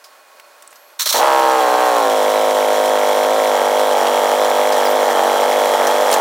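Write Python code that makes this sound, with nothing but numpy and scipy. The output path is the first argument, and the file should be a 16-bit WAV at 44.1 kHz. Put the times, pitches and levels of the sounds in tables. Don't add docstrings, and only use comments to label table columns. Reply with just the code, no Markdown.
import sys
import numpy as np
from scipy import signal
from scipy.fft import rfft, irfft
from scipy.io import wavfile
from scipy.ndimage import uniform_filter1d

SR = 44100
rng = np.random.default_rng(int(sys.argv[2]) if len(sys.argv) > 2 else 0)


def transcribe(signal):
    frames = np.atleast_2d(signal).T
    limited = np.clip(frames, -1, 1)
    pcm = np.round(limited * 32767).astype(np.int16)
    wavfile.write(sys.argv[1], SR, pcm)


N = 273704
TIME = np.arange(N) / SR

# freq_hz, relative_db
STREET = [(59, -55), (100, -37), (147, -59), (202, -30.5), (513, -11.5), (583, -5.5), (634, -9.5),
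          (950, -8), (1130, -17), (1200, -13), (1390, -9), (1720, -12.5), (2470, -19), (2690, -19.5),
          (16000, -28)]
# freq_hz, level_db
HUM = [(597, -60), (1098, -55), (2476, -64), (4323, -65)]
# start_s, level_db, ring_hz, t60_s, crack_re_ring_db
CLICKS = [(.04, -42, 5000, .16, 0), (.397, -35, 2000, .028, -1), (.623, -31.5, 8300, .02, -2),
          (.675, -31, 8300, .02, -6), (.705, -41, 8800, .05, -8), (.716, -41, 7400, .03, -10),
          (.727, -35, 1300, .03, -7), (.756, -42, 5500, .06, -2), (2.857, -27, 9000, .025, 0),
          (4.068, -17, 3100, .04, -18), (4.722, -25, 5000, .1, -8), (4.803, -25, 5600, .04, -10),
          (5.868, -20, 6000, .07, -1), (6.113, -18, 9000, .035, 2), (6.126, -16, 4000, .05, 2),
          (6.138, -18, 7000, .06, 2)]
# time_s, pitch_hz, level_db
PUMP = [(.7, 12480, -90), (.735, 12300, -57), (.86, 12200, -56), (.93, 12270, -62), (1., 12250, -68)]
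# start_s, length_s, level_db
RASPS = [(0.99, .037, -18), (1.054, .025, -16.5), (1.086, .021, -15), (1.12, .012, -13),
         (1.136, 0.055, -19.5)]
# freq_hz, relative_db
STARTER = [(290, -36), (500, -17), (631, -19), (698, -28), (988, -2), (1360, -4.5), (1690, -7), (2730, -7),
           (4150, 4.5), (5160, -6), (5550, 4), (5880, 0), (9920, -7), (14700, -5), (16000, -8.5)]
# start_s, length_s, level_db
PUFFS = [(1.06, 0.007, -26.5), (1.11, 0.006, -31)]
# time_s, beats_hz
SPEED = [(1.25, 68.55), (1.57, 65.5), (1.67, 61.45), (1.85, 63.14), (2.21, 50.83), (2.41, 53.06),
         (2.57, 51.34), (2.91, 52.12), (2.99, 50.56), (3.29, 51.86), (3.36, 54.05), (3.59, 49.02),
         (3.84, 52.04), (4.02, 47.92), (4.15, 50.02), (4.3, 49.4), (4.43, 51.6), (4.53, 49.5),
         (4.71, 51.66), (4.81, 48.7), (4.96, 51.88), (5.2, 47.32), (5.6, 51.19), (5.85, 48.2),
         (6.03, 51.25), (6.21, 46.47)]
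# time_s, roughness
ROUGH = [(1.14, 1.25), (1.22, 1.1), (1.3, 0.56), (2.2, 0.56), (3.2, 0.63), (3.6, 0.61), (5.2, 0.77),
         (6.2, 0.98)]
# time_s, load_0_to_1
THROTTLE = [(1.14, 0.37), (1.25, 1), (1.55, 0.48), (1.66, 0.42), (1.9, 0.36), (2.06, 0.46), (2.17, 0.17),
            (6.2, 0.29)]
# place_beats, gas_db, gas_length_beats
SURGES = [(0, -3, 0.088), (.432, -7, 0.09), (.587, -8.5, 0.11)]
# surge_index, freq_hz, width_hz, relative_db
PIPE = [(0, 305, 45, -23), (0, 511, 60, 0), (0, 605, 45, 1), (0, 935, 62, -17), (1, 544, 40, -1),
        (1, 655, 55, -8), (1, 849, 44, -6), (2, 762, 40, -2.5), (2, 802, 40, -5.5), (2, 850, 35, -9)]
# freq_hz, width_hz, relative_db
MOUTH = [(939, 51, 4.5), (1064, 24, 8), (1319, 57, 5), (1533, 48, -0.5), (1590, 32, -24)]
# freq_hz, width_hz, relative_db
BLARE = [(330, 17, -1.5), (464, 9.9, 1), (632, 19, 4), (733, 28, 10), (772, 62, 6), (937, 22, 11),
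         (1050, 27, 13), (1237, 41, 4), (1310, 40, -14), (1630, 50, -34)]
# freq_hz, relative_db
CHURN = [(100, -62), (200, -22), (380, -8), (480, -2.5), (600, 4), (720, -10), (860, 11.5), (1000, -23),
         (1200, -4), (1350, -8.5), (1900, -7), (2600, -53), (6000, -43)]
# freq_hz, relative_db
SPIT = [(400, -59), (1000, 15.5), (2200, -3), (2800, -18), (4000, 6.5), (5000, -7), (8000, -34),
        (16000, -47.5)]
# freq_hz, relative_db
VALVES = [(1060, -37), (1800, -4.5), (2370, -10.5), (2590, -12), (3320, -1), (3710, -12), (4060, -10),
          (4620, -15), (5640, -11.5), (6180, -12), (7290, -11.5), (8130, -13), (14700, -17), (15400, -16.5),
          (16000, -26.5)]
# freq_hz, width_hz, relative_db
CASE = [(3400, 930, -5.5), (4000, 310, -6), (5610, 360, 0.5), (7080, 320, -6), (11300, 540, -9)]
# start_s, level_db, t60_s
THUMPS = [(1.18, -40, .1), (2.857, -40, 0.039), (5.868, -35, 0.048), (6.126, -43, 0.084)]
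# start_s, length_s, start_hz, end_hz, level_db
SQUEAKS = [(4.842, 0.0445, 5270, 4676, -30.5), (4.841, .025, 15600, 15100, -32),
           (4.89, 0.036, 14100, 14800, -33)]
# freq_hz, left_minus_right_db
PAN = [(150, 0), (300, -.2), (550, -.5), (1000, -1.1), (2000, -1.7), (4000, -3), (8000, -2.6),
       (13000, -1.5)]

STREET_DB = -48.2
RASP_ATTACK_S, RASP_T60_S, STARTER_SPIN_DB = 0.0062, 0.1, -28
PUFF_ATTACK_S, PUFF_T60_S = .004, 0.067
CATCH_S, CATCH_HZ, CATCH_DB = 1.14, 49.24, -0.5
PICKUP_S, PICKUP_LENGTH_S, FIRST_BOOM_SHARE = 1.19, .025, 0.54
BEAT_AT_S = 1.2529
IDLE_HZ, FAST_HZ, FLARE_HZ = 51.77, 53.7, 66
FLYWHEEL_LAG_S = 0.012
BOOM_DB, BOOM_DB_PER_HZ, BOOM_FLARE_DB, BOOM_LOAD_DB = -16, -0.37, -3.5, 3
BARK_DB, BARK_DB_PER_HZ, BARK_FLARE_DB, BARK_LOAD_DB = -20, 0.77, 5, 2
CLATTER_DB, CLATTER_ROUGH_DB = -30, 3.6
WHINE_FROM_S, WHINE_RISE_S, WHINE_FIRST_SHARE = 3, .9, 0.52
GEAR_MESH_PER_BEAT = 67
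TOP_HZ = 16000


def undb(db):
    return 10 ** (np.asarray(db) / 20)


def unit(x):
    return x / np.sqrt(np.mean(x ** 2))


def steady(x):
    power = uniform_filter1d(x ** 2, SR // 8).clip(0)
    return x / np.sqrt(power + np.var(x) / 20)


def curve(rows, axis=1):
    rows = np.array(rows)
    return np.interp(TIME, rows[:, 0], rows[:, axis])


def ramp(start_s, length_s):
    return np.clip((TIME - start_s) / length_s, 0, 1)


def bursts(rows, attack_s, t60_s):
    gains = []
    for start_s, length_s, db in rows:
        decay_db = -60 * np.clip((TIME - start_s - length_s) / t60_s, 0, 3)
        gains.append(ramp(start_s, attack_s) * undb(db + decay_db))
    return np.max(gains, axis=0)


def noise():
    return rng.standard_normal(N)


def walk(rate_hz):
    step = int(SR / rate_hz)
    held = np.repeat(rng.standard_normal(N // step + 1), step)
    return 1.3 * uniform_filter1d(held, step)[:N]


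def colour(x, points):
    hz, db = np.transpose(points)
    bins_hz = np.arange(N // 2 + 1) * SR / N
    gain = undb(np.interp(np.log(bins_hz + 1), np.log(hz), db))
    return irfft(rfft(x) * gain, N)


def ring(x, hz, width_hz):
    return signal.lfilter(*signal.iirpeak(min(hz, SR / 2 - 1000), hz / width_hz, fs=SR), x)


def ring_all(x, rows):
    return sum(undb(db) * ring(x, hz, width_hz) for hz, width_hz, db in rows)


def edge(x, hz, kind, order):
    return signal.sosfilt(signal.butter(order, hz, kind, fs=SR, output="sos"), x)


def pulses(beats, place, rough, scatter_db, jitter_s):
    first = np.ceil(np.interp(1.13, TIME, beats))
    marks = np.arange(first, beats[-1] - 1) + place
    chance = np.tanh(rng.standard_normal((len(marks), 2)))
    at_s = np.interp(marks, beats, TIME)
    wobble = np.interp(at_s, TIME, rough)
    index = np.clip((at_s + jitter_s * wobble * chance[:, 0]) * SR, 0, N - 1).astype(int)
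    return np.bincount(index, undb(scatter_db * wobble * chance[:, 1]), N)


def gate(beats, place, sigma_beats):
    offset = (beats - place + .5) % 1 - .5
    return np.exp(-.5 * (offset / sigma_beats) ** 2)


def recurring(beats, share, size=860):
    pattern = signal.resample(rng.standard_normal(size), 8 * size)
    share = np.clip(share, 0, 1)
    repeated = pattern[(beats % 1 * (len(pattern) - 1)).astype(int)]
    return np.sqrt(share) * repeated + np.sqrt(1 - share) * noise()


def street():
    air = unit(colour(noise(), STREET)) * undb(STREET_DB + 0.76 * walk(22.7))
    hum = sum(undb(db) * unit(ring(noise(), hz, 14.0)) for hz, db in HUM)
    return air + hum


def clicks():
    out = np.zeros(N)
    crack = unit(colour(noise(), [(100, -40), (400, -14), (1200, 0), (7000, -2), (16000, -6)]))
    for start_s, db, hz, t60_s, crack_db in CLICKS:
        age_s = np.maximum(TIME - start_s, 0)
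        fade = (1 - np.exp(-age_s / 0.00082)) * undb(-60 * np.minimum(age_s / t60_s, 2))
        out += undb(db) * fade * (unit(ring(noise(), hz, 900)) + undb(crack_db) * crack)
    return out


def pump():
    hz = curve(PUMP) + 14 * walk(120)
    tone = np.sqrt(2) * np.sin(2 * np.pi * np.cumsum(hz) / SR)
    on = (TIME > PUMP[0][0]) * (TIME < PUMP[-1][0])
    return tone * undb(curve(PUMP, axis=2)) * on


def starter():
    teeth = noise() * undb(1.4 * walk(900))
    puffs = unit(colour(noise(), CHURN))
    spin = (RASPS[0][0], CATCH_S - RASPS[0][0], STARTER_SPIN_DB)
    rasp = unit(colour(teeth, STARTER)) * bursts([spin, *RASPS], RASP_ATTACK_S, RASP_T60_S)
    return rasp + puffs * bursts(PUFFS, PUFF_ATTACK_S, PUFF_T60_S)


def picked_up():
    return ramp(PICKUP_S, PICKUP_LENGTH_S)


def engine_load():
    return curve(THROTTLE).clip(0, 1)


def effort(speed_hz):
    coming_hz = np.interp(TIME + FLYWHEEL_LAG_S, TIME, speed_hz)
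    sag_hz = np.maximum(IDLE_HZ - coming_hz, 0)
    flare = np.sqrt(np.clip((speed_hz - FAST_HZ) / (FLARE_HZ - FAST_HZ), 0, 1))
    load = engine_load()
    boom_db = BOOM_DB + BOOM_DB_PER_HZ * sag_hz + BOOM_FLARE_DB * flare + BOOM_LOAD_DB * load
    bark_db = BARK_DB + BARK_DB_PER_HZ * sag_hz + BARK_FLARE_DB * flare + BARK_LOAD_DB * load
    return boom_db, bark_db


def exhaust(beats, speed_hz, rough):
    load = engine_load()
    surges = [pulses(beats, place, rough, scatter_db=2.2, jitter_s=.00011) for place, _, _ in SURGES]
    surges[2] = surges[2] * (.9 + .5 * rough)

    pipes = sum(undb(db) * ring(surges[int(k)], hz, width_hz) for k, hz, width_hz, db in PIPE)
    pipes = unit(edge(edge(pipes, 220.4, "high", order=8), 1640, "low", order=2))
    mouth = unit(ring_all(surges[0] + .5 * surges[1], MOUTH))
    blare = ring_all(surges[0] + .8 * surges[1] + .45 * surges[2], BLARE)
    blare = unit(edge(edge(blare, 302, "high", order=6), 1250, "low", order=2))
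    flow = .45 + gate(beats, .04, .06) + gate(beats, .7, .09)
    churn = unit(edge(colour(noise() * flow, CHURN), 208, "high", order=4))

    sound = (1 - .8 * load) * pipes + load * blare
    sound = sound + undb(-11) * edge(mouth, 325, "high", order=4)
    sound = sound + undb(-5.0) * rough * churn
    sound = sound - undb(-8.0) * ring(sound, 367, 123)

    boom = colour(sound, [(700, 0), (860, -53), (1100, -69)])
    bark = sound - boom
    boom_db, bark_db = effort(speed_hz)
    filled = FIRST_BOOM_SHARE + (1 - FIRST_BOOM_SHARE) * picked_up()
    return undb(boom_db) * filled * steady(boom) + undb(bark_db) * steady(bark)


def clatter(beats):
    load, rough = engine_load(), curve(ROUGH)
    regular = .75 - .6 * rough
    spit = sum(undb(db) * gate(beats, place, length / 2) for place, db, length in SURGES)
    spit = unit(colour(recurring(beats, regular) * spit * undb(1.6 * walk(50)), SPIT))
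    taps = 1 + .5 * gate(beats, 0.29, 0.098) + 1.2 * gate(beats, 0.77, 0.36)
    taps = taps * undb(2 * walk(600))
    valves = unit(colour(recurring(beats, regular * .7) * taps, VALVES))
    case = [undb(db) * ring(recurring(beats, regular) * taps, hz, width_hz) for hz, width_hz, db in CASE]
    case = unit(sum(case))

    snaps = pulses(beats, 0, np.ones(N), scatter_db=3.5, jitter_s=.00008)
    snaps = unit(ring(ring(snaps, 2050, 750), 2050, 750))
    snaps = snaps * (.6 + .7 * rough) * (1 - load)
    cracks = pulses(beats, .39, np.ones(N), scatter_db=-2.5, jitter_s=.00005)
    cracks = unit(ring(ring(cracks, 2700, 2200), 2500, 2200))

    whine = np.sqrt(2) * np.sin(2 * np.pi * GEAR_MESH_PER_BEAT * beats + .9 * walk(110))
    growth = WHINE_FIRST_SHARE + (1 - WHINE_FIRST_SHARE) * ramp(WHINE_FROM_S, WHINE_RISE_S)
    whine = whine * undb(2.2 * walk(25)) * growth

    hiss = undb(-6.0) * spit + undb(-1.5) * valves + undb(-9.0) * case
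    ticks = undb(-6) * snaps + undb(-5) * cracks * load
    mix = edge(hiss + ticks + undb(-13.5) * whine, 285, "high", order=4)
    return undb(CLATTER_DB + CLATTER_ROUGH_DB * rough) * mix


def engine():
    speed_hz = CATCH_HZ + (curve(SPEED) - CATCH_HZ) * picked_up()
    beats = np.cumsum(speed_hz) / SR
    beats = beats - np.interp(BEAT_AT_S, TIME, beats)
    running = ramp(CATCH_S, .003) * undb(CATCH_DB * (1 - picked_up()))
    return running * (exhaust(beats, speed_hz, curve(ROUGH)) + clatter(beats))


def thumps():
    body = unit(edge(noise(), 230, "low", order=2))
    gain = np.zeros(N)
    for start_s, db, t60_s in THUMPS:
        gain += undb(db - 60 * np.clip((TIME - start_s) / t60_s, 0, 2)) * (TIME > start_s)
    return body * gain


def squeaks():
    out = np.zeros(N)
    for start_s, length_s, start_hz, end_hz, db in SQUEAKS:
        part = ramp(start_s, length_s)
        hz = start_hz + (end_hz - start_hz) * part + 120 * walk(660)
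        tone = np.sqrt(2) * np.sin(2 * np.pi * np.cumsum(hz) / SR)
        out += undb(db) * np.sin(np.pi * part) * tone
    return out


def scene():
    near = engine() + starter() + clicks() + thumps() + squeaks() + pump()
    direct = near + street()
    bright = edge(near, 2400, "high", order=3)
    age_s = TIME[:SR // 4]
    out = []
    for side in (1, -1):
        scatter = rng.standard_normal(len(age_s)) * undb(-60 * age_s / 0.46) * (age_s > .006)
        wall = signal.fftconvolve(bright, scatter / np.linalg.norm(scatter))[:N]
        pan = [(hz, side * db / 2) for hz, db in PAN]
        out.append(colour(direct + undb(-20.5) * wall, pan))
    return np.array(out)


def record(dry):
    ceiling = .82
    rounded = dry / (1 + (dry / ceiling) ** 10) ** (1 / 10)
    return signal.sosfilt(signal.ellip(10, .2, 80, TOP_HZ, fs=SR, output="sos"), rounded)


dry = scene()
out = record(dry)
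transcribe(out)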